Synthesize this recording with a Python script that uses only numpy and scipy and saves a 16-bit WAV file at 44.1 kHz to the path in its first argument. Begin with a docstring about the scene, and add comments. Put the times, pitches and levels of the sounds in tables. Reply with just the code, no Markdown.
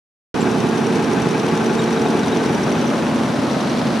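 """A loom at about eleven strokes a second in a large hall, the microphone beside its frame.
Each stroke repeats the same knocks and rattle, with a hiss of yarn, ringing panels, light steel clicks
and a ringing tick; a guide squeaks now and then. The drive and frame hum. A slightly slower machine
thuds nearby and the hall blurs all into a roar. Late on, the microphone moves a step back."""
import sys
import numpy as np
from scipy import signal
from scipy.fft import rfft, irfft
from scipy.io import wavfile

SR = 44100
rng = np.random.default_rng(int(sys.argv[2]) if len(sys.argv) > 2 else 0)


def log_audio(samples):
    """Write samples as a 16-bit WAV file to the path given in sys.argv[1]."""
    # one column per channel
    frames = np.atleast_2d(samples).T
    # limit to full scale, then quantise
    limited = np.clip(frames, -1, 1)
    pcm = np.round(limited * 32767).astype(np.int16)
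    wavfile.write(sys.argv[1], SR, pcm)


N = 176400
T = np.arange(N) / SR
HZ = np.maximum(np.fft.rfftfreq(N, 1 / SR), 1)
STROKE_HZ = 11.313

# colour of the noise that is new in every stroke: frequency_hz, gain_db
FRESH_COLOUR = [(60, -8), (200, -7), (2000, 0)]
# hum of drive and frame, close by and a step back: stroke_multiple (rounded in use), near_db, far_db
HUM_TONES = [(7, -49.5, -44), (12, -37, -31.5), (14, -35.5, -34.5), (15, -34, -35.5), (17, -32.5, -37),
             (18, -40.5, -30.5), (20, -26.5, -26.5), (22, -30, -26.5), (23, -33.5, -38), (24, -32.5, -40),
             (31, -43, -38), (32, -33, -48), (40, -34.5, -51), (52, -38, -40), (75.14, -39, -51)]


def amp(db):
    """Decibels to gain."""
    return 10 ** (np.asarray(db) / 20)


def curve(rows, at_s=T):
    """Read rows of (time_s, value) at the given times."""
    return np.interp(at_s, *np.array(rows).T)


def response(rows):
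    """Rows of (frequency_hz, gain_db) as a gain at every frequency."""
    hz, db = np.array(rows).T
    return amp(np.interp(np.log(HZ), np.log(hz), db))


def shape(x, gain):
    """Filter by a gain per frequency."""
    return irfft(rfft(x) * gain, N)


def unit(x):
    """Scale to rms 1."""
    return x / np.sqrt(np.mean(x ** 2))


def below(hz):
    """Gain of a steep low-pass."""
    return 1 / (1 + (HZ / hz) ** 6)


def band(hz, width_hz):
    """Gain of a flat-topped band-pass."""
    return np.exp(-(2 * (HZ - hz) / width_hz) ** 4)


def walk(hold_s):
    """A smooth random wander of rms 1."""
    return unit(shape(rng.standard_normal(N), np.exp(-(HZ * hold_s) ** 2)))


def stereo(pair):
    """Mid and side to left and right; the treble is the more diffuse."""
    # side against mid: frequency_hz, gain_db
    width = [(30, -3), (65, -13.5), (250, -13), (600, -10), (1300, -7.5), (5000, -9), (9000, -6),
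             (13000, -1.5)]
    side = shape(pair[1], response(width))
    return np.array([pair[0] + side, pair[0] - side])


def clatter(rate_hz, skip=()):
    """One machine turn of dense clatter, repeated, without the harmonics in skip."""
    size = 8192
    orders = np.arange(size // 2 + 1)
    kept = (orders * rate_hz < SR / 2) & ~np.isin(orders, skip)
    turn = irfft(np.exp(2j * np.pi * rng.random(len(orders))) * kept)
    return unit(np.interp(T * rate_hz % 1 * size, np.arange(size), turn))


def swell(at_s, width_s, height_db):
    """A rise in level once a stroke."""
    away_s = (((T - at_s) * STROKE_HZ + .5) % 1 - .5) / STROKE_HZ
    return unit(amp(height_db * np.exp(-(away_s / width_s) ** 2)))


def hall(roar_db=-22, neighbour_db=-34.5, neighbour_hz=10.82):
    """The blurred roar of the hall and the dull beat of the next machine."""
    # colour of the next machine: frequency_hz, gain_db
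    dull = [(60, -26), (140, 7), (320, 14.5), (800, -2.5), (2000, -8)]
    roar = amp(roar_db) * shape(rng.standard_normal((2, N)), response(FRESH_COLOUR))
    neighbour = np.array([clatter(neighbour_hz) for _ in range(2)])
    return roar + amp(neighbour_db) * shape(neighbour, response(dull))


def hum(crest_s=.033, scatter_rad=.91, drift_rad=.32, waver_db=1.0, step_at_s=2.9, step_takes_s=1):
    """Drive and frame hum on multiples of the stroke rate, cresting near the main knock."""
    closeness = np.clip(.5 - (T - step_at_s) / step_takes_s, 0, 1)  # 1 at the frame, 0 a step back
    out = 0
    for multiple, near_db, far_db in HUM_TONES:
        level_db = far_db + (near_db - far_db) * closeness + waver_db * walk(.28)
        phase = 2 * np.pi * round(multiple) * STROKE_HZ * (T - crest_s)
        phase += scatter_rad * rng.standard_normal() + drift_rad * walk(.96)
        out += np.sqrt(2) * amp(level_db) * np.cos(phase)
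    return out


def squeaks(width_s=.016, wobble=.011):
    """A dry guide chirps briefly, with its octave."""
    # chirps of the guide: centre_s, pitch_hz, level_db, octave_db
    chirps = [(.415, 3738, -46, -33), (1.796, 3758, -27, -36), (1.888, 3850, -35, -58),
              (1.98, 3900, -35, -58), (2.066, 3730, -34, -46), (2.243, 3780, -32, -50),
              (2.332, 3790, -30.5, -58)]
    wobbly_time = np.cumsum(1 + wobble * walk(.003)) / SR
    out = 0
    for at, hz, db, octave_db in chirps:
        phase = 2 * np.pi * hz * wobbly_time
        envelope = np.exp(-(2 * (T - at) / width_s) ** 2)
        out += envelope * (amp(db) * np.sin(phase) + amp(octave_db) * np.sin(2 * phase))
    return out


def panels(level_db=-32):
    """Each stroke shakes the steel panels, which ring briefly close to the microphone."""
    # panel resonances: pitch_hz, width_hz, level_db
    modes = [(846.4, 32, 8.5), (1400, 37, 0), (1533, 28, 4.5), (1612, 20, 1.5), (2330, 51, -1.5),
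             (2540, 41, 0), (3950, 81, -9)]
    # the panels as the microphone moves: time_s, gain_db
    levels = [(1.0, -3.5), (1.15, -1), (2.8, -4), (3.1, -17)]
    ring = sum(amp(db) / np.sqrt(width) / (1 + 1j * hz / width * (HZ / hz - hz / HZ) / 2) ** 2
               for hz, width, db in modes)
    shaking = rng.standard_normal((2, N)) * swell(at_s=.017, width_s=.012, height_db=9.7)
    return amp(level_db + curve(levels)) * stereo(unit(shape(shaking, ring)))


def ticks(ring_gain_db=-27, crack_gain_db=-22.7, rise_s=.0013, crack_decay_s=.0025):
    """Steel parts ping and click through each stroke, then snap home."""
    # steel contacts within a stroke: start_s, ring_db, crack_db
    contacts = [(.018, -7, -11), (.036, -8, -20), (.0475, -16, -5), (.0518, -18, -3), (.0665, -10, -6),
                (.0713, 0, 0)]
    # strength of those contacts: time_s, gain_db
    strength = [(.4, -4), (1.78, -.5), (2.19, -3), (2.46, -.5), (2.81, -1.5), (2.95, -6), (3.43, -7),
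                (3.52, -1.5), (3.9, -8)]
    # extra, louder rings in mid-stroke on three successive strokes, with no crack: start_s, level_db
    extra_rings = [(2.692, -5), (2.781, -4), (2.868, -1), (2.874, -2)]
    # ring of the steel: pitch_hz, level_db, t60_s
    modes = [(5620, -8, .035), (5780, 0, .045), (6020, -6, .035), (12500, -24.5, .045),
             (14600, -26.5, .045)]
    # colour of the dry crack: frequency_hz, gain_db
    crack_colour = [(700, -9), (2200, 2), (6000, -3), (7500, -10), (9700, -7), (11500, -23), (15000, -42)]
    # the crack softens with distance: time_s, gain_db
    crack_fade = [(2.2, 0.5), (2.8, -3.5)]
    jitter_s, scatter_db, detune = .0003, .7, .007
    strokes = np.arange(int(T[-1] * STROKE_HZ)) / STROKE_HZ
    blows = [(start + at, db + curve(strength, start + at), crack_db - db)
             for start in strokes for at, db, crack_db in contacts]
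    blows += [(at, db, -np.inf) for at, db in extra_rings]
    t = T[:4096]
    attack = 1 - np.exp(-t / rise_s)
    rings, impulses = np.zeros((2, N + len(t))), np.zeros(N)
    for at, db, crack_over_ring_db in blows:
        late, hard, sharp = rng.standard_normal(3)
        i = int(np.clip((at + jitter_s * late) * SR, 0, N - 1))
        force = amp(db + scatter_db * hard)
        for hz, mode_db, t60 in modes:
            phase = 2 * np.pi * (hz * (1 + detune * sharp) * t + rng.random())
            channel_phase = .5 * rng.standard_normal((2, 1))
            envelope = force * attack * amp(mode_db - 60 * t / t60)
            rings[:, i:i + len(t)] += envelope * np.sin(phase + channel_phase)
        impulses[i] += force * amp(crack_over_ring_db)
    bursts = signal.fftconvolve(impulses, attack * np.exp(-t / crack_decay_s))[:N]
    crack = stereo(shape(rng.standard_normal((2, N)) * bursts, unit(response(crack_colour))))
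    return amp(ring_gain_db) * rings[:, :N] + amp(crack_gain_db + curve(crack_fade)) * crack


def loom(alike_db=-24, fresh_db=-20.5, grain_db=2.0, knock_decay_s=.0069, knock_floor=.46):
    """Knocks in the bass, rattle in the middle, yarn hiss on top; the lows repeat most closely."""
    # colour of the part alike in every stroke: frequency_hz, gain_db
    alike_colour = [(60, -2), (300, 0), (1000, -1.5), (1700, -4), (2800, -12), (6000, -22)]
    # knocks within a stroke: start_s, strength
    blows = [(.028, 1.9), (.063, 1.0), (.074, 1.1), (.085, .8)]
    blend = np.pi / 2 * T / T[-1]  # the pattern changes slowly along the frame
    hum_orders = [round(multiple) for multiple, _, _ in HUM_TONES]
    alike = np.array([np.cos(blend) * clatter(STROKE_HZ, hum_orders)
                      + np.sin(blend) * clatter(STROKE_HZ, hum_orders) for _ in range(2)])
    fresh = rng.standard_normal((2, N)) * unit(amp(grain_db * walk(.003)))
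    drive = amp(alike_db) * shape(alike, response(alike_colour))
    drive += amp(fresh_db) * shape(fresh, response(FRESH_COLOUR))
    pulses = sum(strength * np.exp(-((T - at) % (1 / STROKE_HZ)) / knock_decay_s)
                 for at, strength in blows)
    low, high = below(640), 1 - below(1840)
    knocks = shape(drive * unit(knock_floor + pulses), low)
    rattle = shape(drive * swell(at_s=.021, width_s=.010, height_db=3.4), 1 - low - high)
    yarn = shape(drive * swell(at_s=.066, width_s=.016, height_db=1.5), high)
    return knocks + rattle + yarn


def scene(treble_left_db=1.2):
    """The microphone drifts along the frame and then backs away, which shifts the bands."""
    # colour of the machines' din: frequency_hz, gain_db
    din_colour = [(25, -33), (52, -29), (66, -22), (80, -6.5), (98, -10), (116, 2), (180, 0.5), (258, 3),
                  (300, -2.5), (450, -2.5), (520, -5), (750, -7.5), (1200, -13), (1550, -17), (2100, -21.5),
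                  (2600, -23), (3900, -26), (5000, -30), (6000, -30.5), (7000, -36), (8600, -39),
                  (9800, -38.5), (12000, -49), (15000, -58.5)]
    # the deep bass: time_s, gain_db
    deep = [(.35, -1.5), (2.7, -0.5), (3.3, -4.5), (4, -5.5)]
    # the frame's boom: time_s, gain_db
    boom = [(0.349, 3.2), (2.2, 4.5), (2.7, 2), (3.15, -2.5), (4, -3.5)]
    # the band just above the boom: time_s, gain_db
    upper_body = [(0.351, -6), (2.3, -4), (2.901, 2.5), (4, 0.5)]
    # the hiss as the yarn comes into the open: time_s, gain_db
    yarn_hiss = [(3.1, -0.5), (3.7, 2.5)]
    # balance of the bass: time_s, left_minus_right_db
    bass_pan = [(.35, -4), (.75, -2.5), (2.2, 0), (3.2, 0), (4, -1)]
    din = stereo(shape(loom() + hall(), unit(response(din_colour)))) + hum()
    for passband, levels in [(below(175), deep), (band(416.5, 101), boom),
                             (band(590, 97), upper_body), (band(4470, 1700), yarn_hiss)]:
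        din += shape(din, passband) * (amp(curve(levels)) - 1)
    sound = din + panels() + ticks() + squeaks()
    bass = shape(sound, below(640))
    sides = np.array([[.5], [-.5]])
    return bass * amp(sides * curve(bass_pan)) + (sound - bass) * amp(sides * treble_left_db)


def record(dry, start_s=.3414, top_hz=15150):
    """Silence, then the sound cuts in abruptly; the highest treble is cut off."""
    cut_in = np.clip((T - start_s) / .002, 0, 1)
    return signal.sosfilt(signal.ellip(10, .2, 80, top_hz, fs=SR, output="sos"), dry * cut_in)


dry = scene()
out = record(dry)
log_audio(out)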